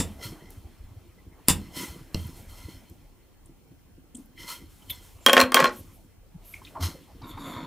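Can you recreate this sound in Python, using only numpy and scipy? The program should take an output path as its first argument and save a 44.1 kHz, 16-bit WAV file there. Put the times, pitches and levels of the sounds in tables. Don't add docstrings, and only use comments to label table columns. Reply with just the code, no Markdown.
import sys
import numpy as np
from scipy import signal
from scipy.fft import rfft, irfft, next_fast_len
from scipy.io import wavfile
from scipy.ndimage import uniform_filter1d, map_coordinates

SR = 44100
rng = np.random.default_rng(int(sys.argv[2]) if len(sys.argv) > 2 else 0)


def volts_from_decibels(level):
    exponent = np.asarray(level, float) / 20
    return 10 ** exponent


def put_to_file(sound):
    columns = np.atleast_2d(sound).T
    safe = np.clip(columns, -1, 1)
    whole_steps = np.round(safe * 32767)
    wavfile.write(sys.argv[1], SR, whole_steps.astype(np.int16))


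N = 337806
TIME = np.arange(N) / SR

# (time [s], hold [s], block tone level [dB], dry hiss level [dB], fade [dB/s])
SWEEPS = [(0, 0.016, -60, -49, 154), (0.227, .01, -38, -55, 207), (0.24, 0.0092, -37, -39.5, 233),
          (0.4, 0.056, -56.5, -78, 196), (0.513, .005, -65, -58, 184), (1.505, 0.1, -54.5, -60, 102),
          (1.768, 0.025, -31.5, -36, 300), (1.814, 0.012, -34, -36.5, 154),
          (2.162, 0.042, -47.5, -50.5, 61), (2.363, 0.018, -75, -53, 152), (2.496, 0.048, -51.5, -55, 98),
          (2.578, 0.054, -49, -54, 103), (2.698, 0.01, -48.5, -54.5, 152), (2.891, 0.022, -80, -77, 104),
          (3.463, 0.0054, -78, -76, 301), (4.184, 0.021, -69, -61, 250), (4.398, 0.037, -41.5, -49.5, 96),
          (4.488, 0.034, -34, -37, 271), (4.703, 0.35, -79.5, -61.5, 104), (4.903, 0.024, -45, -52.5, 133),
          (5.03, 0.0096, -70, -54.5, 83.5), (5.244, .03, -62.5, -57, 101), (5.729, 0.03, -65, -51.5, 105),
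          (5.919, 0.024, -85, -66, 97), (6.447, 0.11, -88, -60.5, 154), (6.538, 0.0058, -63, -52, 251),
          (6.639, 0.039, -57, -61, 130), (6.889, .03, -52, -56, 131.5)]
SWEEP_RISE_DB_PER_S = 609.5
# (frequency [Hz], width [Hz], level [dB])
BLOCK_TONES = [(563, 150, -7), (985, 130, 2), (1350, 150, -1), (2040, 150, 4), (3130, 260, 3),
               (4240, 260, 2.5), (5330, 380, -1), (6150, 600, -9)]
# (frequency [Hz], level [dB per Hz])
SKIN_HISS = [(290, -34.5), (500, -7.5), (906, 9), (1620, -2), (2040, 1), (3650, -7.5), (4280, -13.5),
             (13600, -15), (16000, -22.5)]
FIDGET_TONE_DB, FIDGET_HISS_DB, FIDGET_FOLLOWS = -71.5, -71.5, 1.4
# (time [s], level [dB])
STIR = [(0, 9), (.5, 5), (1.3, 1.5), (1.7, 6.5), (2.8, 4), (3.3, 0), (4.3, -1), (4.6, 2), (5.2, 3.5),
        (5.9, 3), (6.2, -2), (6.6, 5), (7.66, 3.5)]

# (time [s], crack level [dB], bright edge level [dB], block level [dB], crack length [s])
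KNOCKS = [
    (1.484, -6, -1, -7, 0.011),
    (2.145, -23.5, -41, -12, 0.0075),
]
# (frequency [Hz], width [Hz], level [dB])
RAP_TONES = [(944, 250, 5.5), (2050, 110, -5.5), (2770, 420, -4), (3200, 200, 3), (4202, 380, -1),
             (5100, 990, -0.5), (7760, 350, -10.5)]
# (time [s], hold [s], level [dB], fade [dB/s])
TEARS = [
    (0, 0.0014, -24.5, 518),
    (1.479, .004, -43.5, 904.5),
    (1.49, 0.0078, -21, 699.5),
    (1.5, 0.0039, -21.5, 607),
    (1.51, 0.0087, -37.5, 347.5),
]
TEAR_RISE_DB_PER_S = 2998
# (frequency [Hz], width [Hz], level [dB])
FIBRE_TONES = [(960, 650, -1), (1890, 530, -2.5), (2793, 400, 2.5), (3583, 400, 1.5), (5060, 1400, -1.5),
               (7450, 1200, 3), (9500, 1500, -1), (13500, 1400, -8.5)]
# (time [s], peak level [dB])
SNAPS = [
    (.505, -38),
    (2.8985, -42),
    (5.17, -51.5),
    (5.394, -14.5),
    (5.654, -19),
]
# (time [s], deep level [dB], panel level [dB])
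THUMPS = [
    (0.001, -18.5, -28),
    (.012, -63, -23.5),
    (1.485, -49, -15.5),
    (1.4937, -37.5, -31),
    (1.504, -17, -22.5),
    (2.147, -21, -28.5),
    (2.156, -22, -33),
]
# (frequency [Hz], level [dB], t60 [s])
THUD_MODES = [(84.55, -6.5, .25), (164, 0, 0.064)]

# (time [s], panel level [dB])
PUSHES = [(0.08, -65), (0.26, -33.5), (0.44, -53), (0.66, -71), (1.28, -50), (1.56, -44.5), (1.63, -36.5),
          (1.81, -30.5), (1.92, -41), (2.2, -46), (2.299, -43), (2.45, -66), (2.68, -39), (2.93, -45),
          (3.47, -54), (3.701, -49), (4.0, -44.5), (4.16, -56.5), (4.4, -43), (4.62, -40.5), (4.9, -48),
          (5.8, -41), (6.0, -51), (6.82, -32), (6.93, -52.5), (7.24, -35), (7.39, -38), (7.47, -40),
          (7.55, -37), (7.63, -28.5)]
PUSH_RISE_DB_PER_S, PUSH_HOLD_S, PUSH_FADE_DB_PER_S = 220, 0.0042, 151
# (frequency [Hz], width [Hz], level [dB])
BENCH = [(59.3, 18, -10.5), (93, 25, -11.5), (155, 67, -1.5), (208, 25, -9), (262.5, 34, -0.5),
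         (332.4, 68, -4.5), (465, 95, -14)]
REST_DEEP_DB, REST_PANEL_DB, REST_FOLLOWS = -58, -66, 1.1
SHOVE_S, SHOVE_LENGTH_S, SHOVE_HZ, SHOVE_DB = 6.8, 0.089, 86.7, -22.5

# (frequency [Hz], level [dB per Hz])
AIR = [(15, -30), (25, -2.5), (339, -12), (553, -16.5), (726, -17.5), (2040, -28), (2330, -26.5),
       (4240, -36), (8830, -40.5), (15200, -40.5), (16500, -58.5)]
# (frequency [Hz], level [dB])
AIR_SIDE = [(30, -7.5), (60, -15), (110, 0.5), (200, 0.5), (380, -4), (700, -14), (1290, -10.5), (2380, -5),
            (4400, 1), (8120, 4.5), (15000, 11.5)]
AIR_DB, LAMP_HZ, LAMP_DB = -53.5, 15100, -80

# (frequency [Hz], t60 [s])
ROOM_DECAY = [(125, 0.45), (500, 0.23), (2000, 0.19), (6000, 0.074), (14000, 0.15)]
# (frequency [Hz], level [dB])
ROOM_COLOUR = [(3000, -1.5), (8000, -1.5), (15000, -3.5)]
# (frequency [Hz], level [dB])
ROOM_SIDE = [(60, -12.5), (200, -15.5), (500, -25.5), (1300, -24.5), (3000, -13.5), (5000, -9), (8000, -7),
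             (15000, -4.5)]
ROOM_DB, FIRST_ECHO_S = -11, 0.0053

# (time [s], peak level [dB])
BUMPS = [(0.199, -36), (0.262, -33), (0.308, -39), (0.583, -34.5), (0.658, -34), (0.813, -37), (0.846, -39),
         (0.92, -39), (0.976, -36.5), (1.1, -45), (1.278, -39), (1.777, -47), (1.905, -34), (2.017, -39.5),
         (2.258, -31.5), (2.408, -41.5), (2.48, -39.5), (2.658, -32), (2.917, -40), (3.716, -44),
         (4.643, -43), (4.911, -41), (5.158, -38.5), (5.439, -30.5), (5.63, -27.5), (5.811, -37),
         (6.358, -36.5), (7.238, -38), (7.355, -35), (7.571, -35.5)]
BUMP_HZ, BUMP_SPREAD, BUMP_S = 90.7, 0.32, 0.0072

# (time [s], peak level [dB], pitch [Hz], length [s])
TICKS = [(0.5035, -46, 10500, 0.0066), (0.5036, -40, 14000, .005), (.5037, -56, 5500, .005),
         (1.4835, -16.5, 982, 0.0039), (2.2675, -39, 12200, .0035), (2.8965, -47, 13000, 0.005),
         (2.8966, -66, 5040, 0.0041), (3.4565, -48.5, 9130, 0.0088), (3.8145, -63, 13200, .0035),
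         (4.1465, -32.5, 8400, 0.013), (4.1475, -47, 3180, 0.0086), (4.1655, -38.5, 8700, 0.01),
         (4.1405, -37, 245, 0.011), (4.1705, -39, 256, 0.044), (4.2565, -53, 12500, .0065),
         (4.3745, -42, 2100, 0.011), (4.8965, -23.5, 12900, 0.021), (4.8966, -26, 3430, 0.012),
         (4.898, -36.5, 2250, .012), (6.545, -46, 2300, 0.043), (6.655, -49, 3330, 0.044),
         (4.8967, -40, 9700, 0.018), (4.9545, -46, 7800, 0.007), (5.7555, -40.5, 12000, 0.058),
         (5.9295, -52.5, 11500, 0.045), (6.4455, -42, 12300, 0.1), (6.5375, -30.5, 2250, 0.0065),
         (6.6145, -43, 970, 0.0088), (6.6485, -38, 3570, 0.0084), (6.6675, -44, 2580, 0.012),
         (6.7415, -37.5, 667, 0.1), (6.7445, -42, 1100, 0.099), (6.7505, -31, 915, 0.011),
         (6.7625, -31.5, 964, 0.016), (6.7875, -43, 926, 0.0125), (6.947, -43, 516, 0.017),
         (7.2155, -45, 4310, 0.01), (7.2136, -42.5, 954, 0.016), (7.3725, -36, 957, .0125)]
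# (time [s], peak level [dB], pitch [Hz], length [s])
SQUEAKS = [
    (.4, -56, 1950, .04),
    (.45, -54, 2020, .045),
    (1.17, -59, 2000, .035),
    (1.31, -58, 2050, .04),
    (4.36, -45, 2030, .08),
    (4.488, -42, 1330, .04),
    (4.46, -44, 2030, .08),
    (4.897, -28, 3480, .026),
    (4.815, -52, 3050, .02),
    (5.205, -52, 7300, .065),
]
TICK_WIDTH, SQUEAK_WIDTH = 0.23, 0.07
TICK_ROOM_DB = -2

# (time [s], crack level [dB], wood level [dB], blade level [dB], blade free for [s])
LONG_DROPS = [(5.263, 9.5, -8.5, -3.5, 0.015), (5.285, -24.5, -11, -16, 0.011),
              (5.295, -26.5, -10, -11, .013), (5.3315, 8, -8.5, -29, 0.004),
              (5.335, -20.5, -14, -13.5, 0.02), (5.367, -5, -6.5, -16.5, 0.0073),
              (5.372, -18, -14, -30, 0.013), (5.378, -5.5, -7, -33, 0.016),
              (5.413, -35.5, -31.5, -22, 0.011), (5.436, -35, -33, -23, 0.0043),
              (5.52, -8.5, -20, -28, 0.029), (5.5442, 11.5, -8.5, -9.5, 0.024),
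              (5.569, -19.5, -10.5, -35, 0.0075), (5.576, -27, -14, -33.5, 0.0083)]
# (time [s], crack level [dB], wood level [dB], blade level [dB], blade free for [s])
SHORT_DROPS = [(5.395, -14.5, -12.5, -43, .01), (5.402, 3.5, -12, -3, 0.0022), (5.413, 3, -12.5, -7, 0.023),
               (5.429, -24, -21.5, -40.5, 0.012), (5.437, -22.5, -24.5, -38, 0.011),
               (5.591, -28, -13, -28, .009), (5.6023, -2, -11.5, -33, 0.0045),
               (5.613, -32, -21, -23, 0.046), (5.625, -29, -18, -40, 0.0079),
               (5.6422, -6, -11.5, -18.5, 0.039), (5.656, -30.5, -16.5, -45, .05)]
# (frequency [Hz], level [dB], t60 [s])
LONG_BLADE = [(3235, -5, 0.3), (3205, -15, .1), (3290, -24, 0.04), (7050, -13, 0.02), (8900, -22, 0.07),
              (9150, -24, 0.09)]
# (frequency [Hz], level [dB], t60 [s])
SHORT_BLADE = [(4185, -12, .22), (4222, -18, .12), (4270, -22, 0.04), (5450, -21, 0.03), (7260, -19, 0.03),
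               (10900, -24, 0.01)]
# (frequency [Hz], level [dB], t60 [s])
RACK = [(255.4, 0, 0.22), (361.5, -4, 0.16), (430, -6.5, 0.065), (511, 2, 0.12), (538, 1, 0.13),
        (585, -4, 0.12), (681, -2.5, 0.084), (882, -3, 0.028), (1073.5, 4.5, 0.11), (1098, 3.5, 0.13),
        (1290, -5, 0.035), (1486, 0.5, 0.06), (1890, -2, 0.03), (2366, -5.5, 0.05)]
# (frequency [Hz], width [Hz], level [dB])
CLACK_TONES = [(543, 460, 2), (1146, 240, 4.5), (1488, 400, 5.5), (2300, 2100, -2.5)]
# (time [s], hold [s], level [dB], fade [dB/s])
RATTLE = [
    (5.27, 0.044, -24.5, 351),
    (5.348, 0.051, -30.5, 292.5),
    (5.377, 0.042, -19, 1100.5),
    (5.554, 0.055, -22, 302),
    (5.641, 0.031, -26.5, 450),
]
RATTLE_RISE_DB_PER_S = 4999.5
HARD_BLOW_SHEEN = 0.7
STEEL_FLUTTER_DB, STEEL_FLUTTER_PER_S = 3.5, 90
CHOKE_LEAK_DB = -24
REBOUND_S = 0.0015

# (time [s], hold [s], level [dB], fade [dB/s])
WIPE = [
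    (6.808, 0.017, -42.5, 200),
    (6.828, 0.025, -34, 326),
    (6.87, 0.011, -51, 202),
]
WIPE_RISE_DB_PER_S = 2503
# (frequency [Hz], width [Hz], level [dB])
WIPE_TONES = [(910, 400, -3.5), (1320, 590, -6.5), (2070, 390, -4.5), (3070, 690, -4), (4170, 550, -0.5),
              (5280, 820, -3), (6400, 1100, -7.5), (9300, 5600, -12), (13800, 3400, -13)]

# (time [s], level [dB], shift of its contact tones [semitones])
SLIDE = [
    (7.2, -93.5, 1.2),
    (7.22, -52.5, 1.25),
    (7.25, -48, 0.62),
    (7.31, -48, -0.3),
    (7.345, -45.5, -0.38),
    (7.366, -48, -0.27),
    (7.376, -46, .45),
    (7.54, -37, -.3),
    (7.66, -41.5, -0.55),
]
# (frequency [Hz], width [Hz], level [dB])
SLIDE_TONES = [(265, 73, 8), (610, 500, -6), (1000, 270, 2), (1240, 140, -9), (1810, 130, -12),
               (2150, 200, -7), (3600, 360, -4.5), (4460, 190, -13), (5180, 900, -26)]
# (time [s], extra level [dB])
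CATCHES = [(7.222, 7), (7.245, 7), (7.293, 8), (7.312, 10), (7.335, -1), (7.374, 10.5), (7.406, 10.5),
           (7.444, 2), (7.467, 8.5), (7.498, 1), (7.53, 2.5), (7.565, 7.5), (7.59, -5), (7.63, -1)]
CATCH_RISE_DB_PER_S, CATCH_FADE_DB_PER_S = 3002, 500
# (time [s], hold [s], level [dB], fade [dB/s])
SINGING = [
    (7.293, 0.0048, -54, 300),
    (7.4, 0.091, -55.5, 70),
]
SINGING_RISE_DB_PER_S = 392
# (frequency [Hz], width [Hz], level [dB])
SLIDE_WHISTLES = [(7030, 680, 5.5), (8760, 270, 1), (10200, 270, 6), (11700, 270, 8.5), (12200, 270, 6)]

CUTOFF_HZ = 16700
TOP_HZ, TOP_OPENS_DB = 15650, -38


def rms_one(x):
    return x / np.sqrt(np.mean(x ** 2) + 1e-20)


def in_time(rows):
    s, *columns = np.transpose(rows)
    return [np.interp(TIME, s, column) for column in columns]


def filtered(x, order, hz, kind):
    return signal.sosfilt(signal.butter(order, hz, kind, fs=SR, output="sos"), x)


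def coloured(x, points):
    hz, level_db = np.transpose(points)
    size = next_fast_len(x.shape[-1])
    log_hz = np.log(np.arange(size // 2 + 1) * SR / size + 1)
    gain = volts_from_decibels(np.interp(log_hz, np.log(hz), level_db))
    return irfft(rfft(x, size) * gain, size)[..., :x.shape[-1]]


def resonance(x, hz, width_hz):
    r = np.exp(-np.pi * width_hz / SR)
    feedback = [1, -2 * r * np.cos(2 * np.pi * hz / SR), r * r]
    return signal.lfilter([(1 - r * r) / 2, 0, (r * r - 1) / 2], feedback, x)


def body(x, peaks):
    total = 0
    for k, (hz, width_hz, db) in enumerate(peaks):
        twice = resonance(resonance(x, hz, width_hz), hz, width_hz)
        total = total + (-1) ** k * volts_from_decibels(db) * twice
    return total


def drift(per_s):
    coarse = map_coordinates(rng.standard_normal(1000), [TIME[::64] * per_s], order=3)
    return np.interp(TIME, TIME[::64], coarse)


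def drifting_body(x, peaks, spread_db, per_s):
    return sum(volts_from_decibels(spread_db * drift(per_s)) * body(x, [peak]) for peak in peaks)


def swells(s, hold_s, db, rise_db_per_s, fade_db_per_s):
    t = TIME[::32]
    rows = np.broadcast_arrays(s, hold_s, db, fade_db_per_s)
    s, hold_s, db, fade = (column[:, None] for column in rows)
    rise_loss = rise_db_per_s * (s - t).clip(0)
    fade_loss = fade * (t - s - hold_s).clip(0)
    power = np.sum(volts_from_decibels(db - rise_loss - fade_loss) ** 2, axis=0)
    return np.interp(TIME, t, np.sqrt(power))


def grains(per_s, spread_db):
    sizes = volts_from_decibels(spread_db * np.minimum(rng.exponential(1, N), 5)) * rng.choice([-1, 1], N)
    return rms_one(sizes * (rng.random(N) < per_s / SR)) + 1e-18


def struck(modes, length_s, scatter_db):
    t = TIME[:int(length_s * SR)]
    scatter = rng.normal(0, scatter_db, len(modes))
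    ring = np.zeros(len(t))
    for (hz, db, t60), extra_db in zip(modes, scatter):
        ring += volts_from_decibels(db + extra_db - 60 * t / t60) * np.sin(2 * np.pi * hz * t)
    return ring


def burst(length_s):
    t = TIME[:4096]
    return rng.standard_normal(4096) * volts_from_decibels(-60 * t / length_s) * np.minimum(t / 0.00041, 1)


def click(length_s):
    again = 4 + round(REBOUND_S * rng.uniform(0.7, 1.3) * SR)
    push, rebound = signal.unit_impulse(4096, 4), signal.unit_impulse(4096, again)
    return 0.74 * burst(length_s) + 1.7 * push - 1.4 * rebound


def add(out, s, piece):
    at = max(round(s * SR), 0)
    out[at:at + len(piece)] += piece[:N - at]


def rubbing():
    s, hold_s, tone_db, hiss_db, fade = np.transpose(SWEEPS)
    fidget_db = FIDGET_FOLLOWS * in_time(STIR)[0]
    ringing = swells(s, hold_s, tone_db, SWEEP_RISE_DB_PER_S, fade) + volts_from_decibels(FIDGET_TONE_DB + fidget_db)
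    rasping = swells(s, hold_s, hiss_db, SWEEP_RISE_DB_PER_S, fade) + volts_from_decibels(FIDGET_HISS_DB + fidget_db)
    plate = drifting_body(grains(3000, 3.2), BLOCK_TONES, 2.5, 24.0)
    wander = volts_from_decibels(2.5 * drift(40.0))
    broad = rms_one(resonance(grains(9000, 2.5), 3000, 4500))
    tone = rms_one(plate) + 0.1 * wander * broad
    hiss = filtered(coloured(grains(17000, 2.2), SKIN_HISS), 2, 5500, "high")
    return volts_from_decibels(-7.5) * ringing * tone + volts_from_decibels(-4.0) * rasping * rms_one(hiss)


def knocks():
    out = np.zeros(N)
    for s, crack_db, edge_db, block_db, length_s in KNOCKS:
        crack = burst(length_s)
        add(out, s, volts_from_decibels(crack_db) * resonance(crack, 2400, 7300))
        add(out, s, volts_from_decibels(edge_db) * body(crack, [(11500, 28000, 2.2)]))
        add(out, s, volts_from_decibels(block_db + 6) * body(click(length_s), RAP_TONES))
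    s, hold_s, db, fade = np.transpose(TEARS)
    fibres = rms_one(body(grains(12000, 1.7), FIBRE_TONES))
    out += swells(s, hold_s, db, TEAR_RISE_DB_PER_S, fade) * fibres
    for s, db in SNAPS:
        add(out, s, volts_from_decibels(db) * resonance(click(0.005), 9000, 9000))
    panel_modes = [(hz, db, 2.0 / width_hz) for hz, width_hz, db in BENCH[3:]]
    for s, deep_db, panel_db in THUMPS:
        add(out, s, -volts_from_decibels(deep_db) * struck(THUD_MODES, 0.4, 1.0))
        add(out, s, -volts_from_decibels(panel_db) * struck(panel_modes, 0.4, 1.5))
    return out


def leaning():
    s, db = np.transpose(PUSHES)
    rest_db = REST_FOLLOWS * in_time(STIR)[0]
    pushes = swells(s, PUSH_HOLD_S, db, PUSH_RISE_DB_PER_S, PUSH_FADE_DB_PER_S)
    panel_gain = pushes + volts_from_decibels(REST_PANEL_DB + rest_db)
    deep = rms_one(body(grains(61, 3.5), BENCH[:2] + [(34.6, 10, -5.5)]))
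    panel = rms_one(body(grains(330, 5.4), BENCH[2:]))
    since = TIME - SHOVE_S
    arch = np.sin(np.pi * np.clip(since / SHOVE_LENGTH_S, 0, 1))
    shove = volts_from_decibels(SHOVE_DB) * arch * np.sin(2 * np.pi * SHOVE_HZ * since)
    return volts_from_decibels(REST_DEEP_DB + rest_db) * deep + volts_from_decibels(-8) * panel_gain * panel + shove


def air():
    mid, side = coloured(rng.standard_normal((2, N)), AIR)
    level = np.std(mid)
    edges = np.geomspace(140, 6000, 19)
    stir_db, = in_time(STIR)
    for low, high in zip(edges, edges[1:]):
        band = filtered(mid, 1, [low, high], "band")
        mid = mid + band * (volts_from_decibels(stir_db + 3.7 * drift(18.0) - 3.5) - 1)
    hiss = (mid + coloured(side, AIR_SIDE) * [[1], [-1]]) / level
    lamp = rms_one(resonance(rng.standard_normal(N), LAMP_HZ, 90))
    return volts_from_decibels(AIR_DB - 6.0) * hiss + volts_from_decibels(LAMP_DB) * lamp


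def room(x):
    t, tail = TIME[:int(0.5 * SR)], 0
    crossings = [np.sqrt(a[0] * b[0]) for a, b in zip(ROOM_DECAY, ROOM_DECAY[1:])]
    edges = [40] + crossings + [0.45 * SR]
    for (hz, t60), low, high in zip(ROOM_DECAY, edges, edges[1:]):
        band = filtered(rng.standard_normal((2, len(t))), 2, [low, high], "band")
        tail = tail + band * volts_from_decibels(-60 * t / t60)
    tail = coloured(tail, ROOM_COLOUR) * np.clip((t - FIRST_ECHO_S) / 0.0014, 0, 1)
    tail = tail / np.sqrt(np.sum(tail[0] ** 2))
    mid, side = signal.fftconvolve(x[None], tail, axes=1)[:, :N]
    return volts_from_decibels(ROOM_DB) * (mid + coloured(side, ROOM_SIDE) * [[1], [-1]])


def bumps():
    out, t = np.zeros(N), TIME[:4096] - TIME[2048]
    for s, db in BUMPS:
        hz = BUMP_HZ * (1 + BUMP_SPREAD * rng.standard_normal())
        phase = 2 * np.pi * rng.random()
        swing = np.exp(-0.5 * (t / BUMP_S) ** 2) * np.sin(2 * np.pi * hz * t + phase)
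        add(out, s + t[0], volts_from_decibels(db) * swing)
    return out


def ticks():
    out, t = np.zeros(N), TIME[:4096]
    for rows, width in (TICKS, TICK_WIDTH), (SQUEAKS, SQUEAK_WIDTH):
        for s, db, hz, length_s in rows:
            swell = np.sqrt(np.sin(np.pi * np.clip(t / length_s, 0, 1) ** 1.1).clip(0))
            puff = body(swell * rng.standard_normal(4096), [(hz, width * hz, 0)])
            add(out, s, volts_from_decibels(db) * puff / np.abs(puff).max())
    return out


def tools():
    out, t = np.zeros(N), TIME[:int(0.3 * SR)]
    drops = [(LONG_BLADE, *row) for row in LONG_DROPS] + [(SHORT_BLADE, *row) for row in SHORT_DROPS]
    flutter = volts_from_decibels(STEEL_FLUTTER_DB * drift(STEEL_FLUTTER_PER_S))
    for blade, s, crack_db, wood_db, blade_db, free_s in drops:
        choke = volts_from_decibels(np.maximum(-3000 * np.maximum(t - free_s, 0), CHOKE_LEAK_DB))
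        steel = volts_from_decibels(blade_db) * struck(blade, 0.3, 0.52) * flutter[round(s * SR):][:len(t)]
        contact = click(0.0055)
        sheen = volts_from_decibels(HARD_BLOW_SHEEN * crack_db - 16) * resonance(contact, 13000, 7000)
        add(out, s, volts_from_decibels(crack_db - 6.5) * (resonance(contact, 4500, 8900) + sheen))
        add(out, s, volts_from_decibels(wood_db + 9) * body(burst(0.023), CLACK_TONES))
        add(out, s, volts_from_decibels(wood_db - 17) * struck(RACK, 0.3, 2.5) + choke * steel)
    chatter = grains(900, 3.2)
    rack_tones = [(hz, 3.0 / t60 + 15, db) for hz, db, t60 in RACK]
    wood = rms_one(body(chatter, rack_tones)) + 0.58 * body(chatter, [(4470, 4000, 0.0083)])
    s, hold_s, db, fade = np.transpose(RATTLE)
    out += swells(s, hold_s, db, RATTLE_RISE_DB_PER_S, fade) * wood
    return filtered(out, 6, 230, "high")


def wipe():
    s, hold_s, db, fade = np.transpose(WIPE)
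    skin = rms_one(body(grains(7000, 1.6), WIPE_TONES))
    return swells(s, hold_s, db, WIPE_RISE_DB_PER_S, fade) * skin


def slide():
    level_db, semitones = in_time(SLIDE)
    drag = rms_one(drifting_body(grains(3200, 2.8), SLIDE_TONES, 2.0, 25.0))
    place = np.cumsum(2 ** (semitones / 12)) - SR
    drag = map_coordinates(drag, [np.clip(place, 0, N - 1)], order=1)
    at, extra_db = np.transpose(CATCHES)
    drag = drag * (0.63 + swells(at, 0.0021, extra_db - 9.5, CATCH_RISE_DB_PER_S, CATCH_FADE_DB_PER_S))
    whistle = rms_one(drifting_body(grains(9800, 2.7), SLIDE_WHISTLES, 3.5, 14.0))
    whistle += 0.9 * resonance(rng.standard_normal(N), 10000, 8000)
    s, hold_s, db, fade = np.transpose(SINGING)
    singing = swells(s, hold_s, db, SINGING_RISE_DB_PER_S, fade) * whistle
    return volts_from_decibels(level_db) * drag * (TIME > SLIDE[0][0]) + singing


def scene():
    near = rubbing() + wipe() + knocks() + tools() + slide()
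    scuffs = ticks()
    echo = room(near + volts_from_decibels(TICK_ROOM_DB) * scuffs)
    return near + scuffs + echo + leaning() + air() + bumps()


def top_cut(x):
    return signal.sosfilt(signal.butter(12, 16740, fs=SR, output="sos"), x)


def record(dry):
    cut = signal.sosfilt(signal.cheby2(14, 45, CUTOFF_HZ, fs=SR, output="sos"), dry)
    rounded = 1.317 * np.tanh(cut / 1.272)
    top = signal.sosfiltfilt(signal.butter(16, TOP_HZ, "high", fs=SR, output="sos"), rounded)
    sharp = uniform_filter1d(np.abs(top[0]), size=128) > volts_from_decibels(TOP_OPENS_DB)
    opening = uniform_filter1d(sharp * 1.0, size=128)
    return top_cut(rounded - top * (1 - opening))


dry = scene()
out = record(dry)
put_to_file(out)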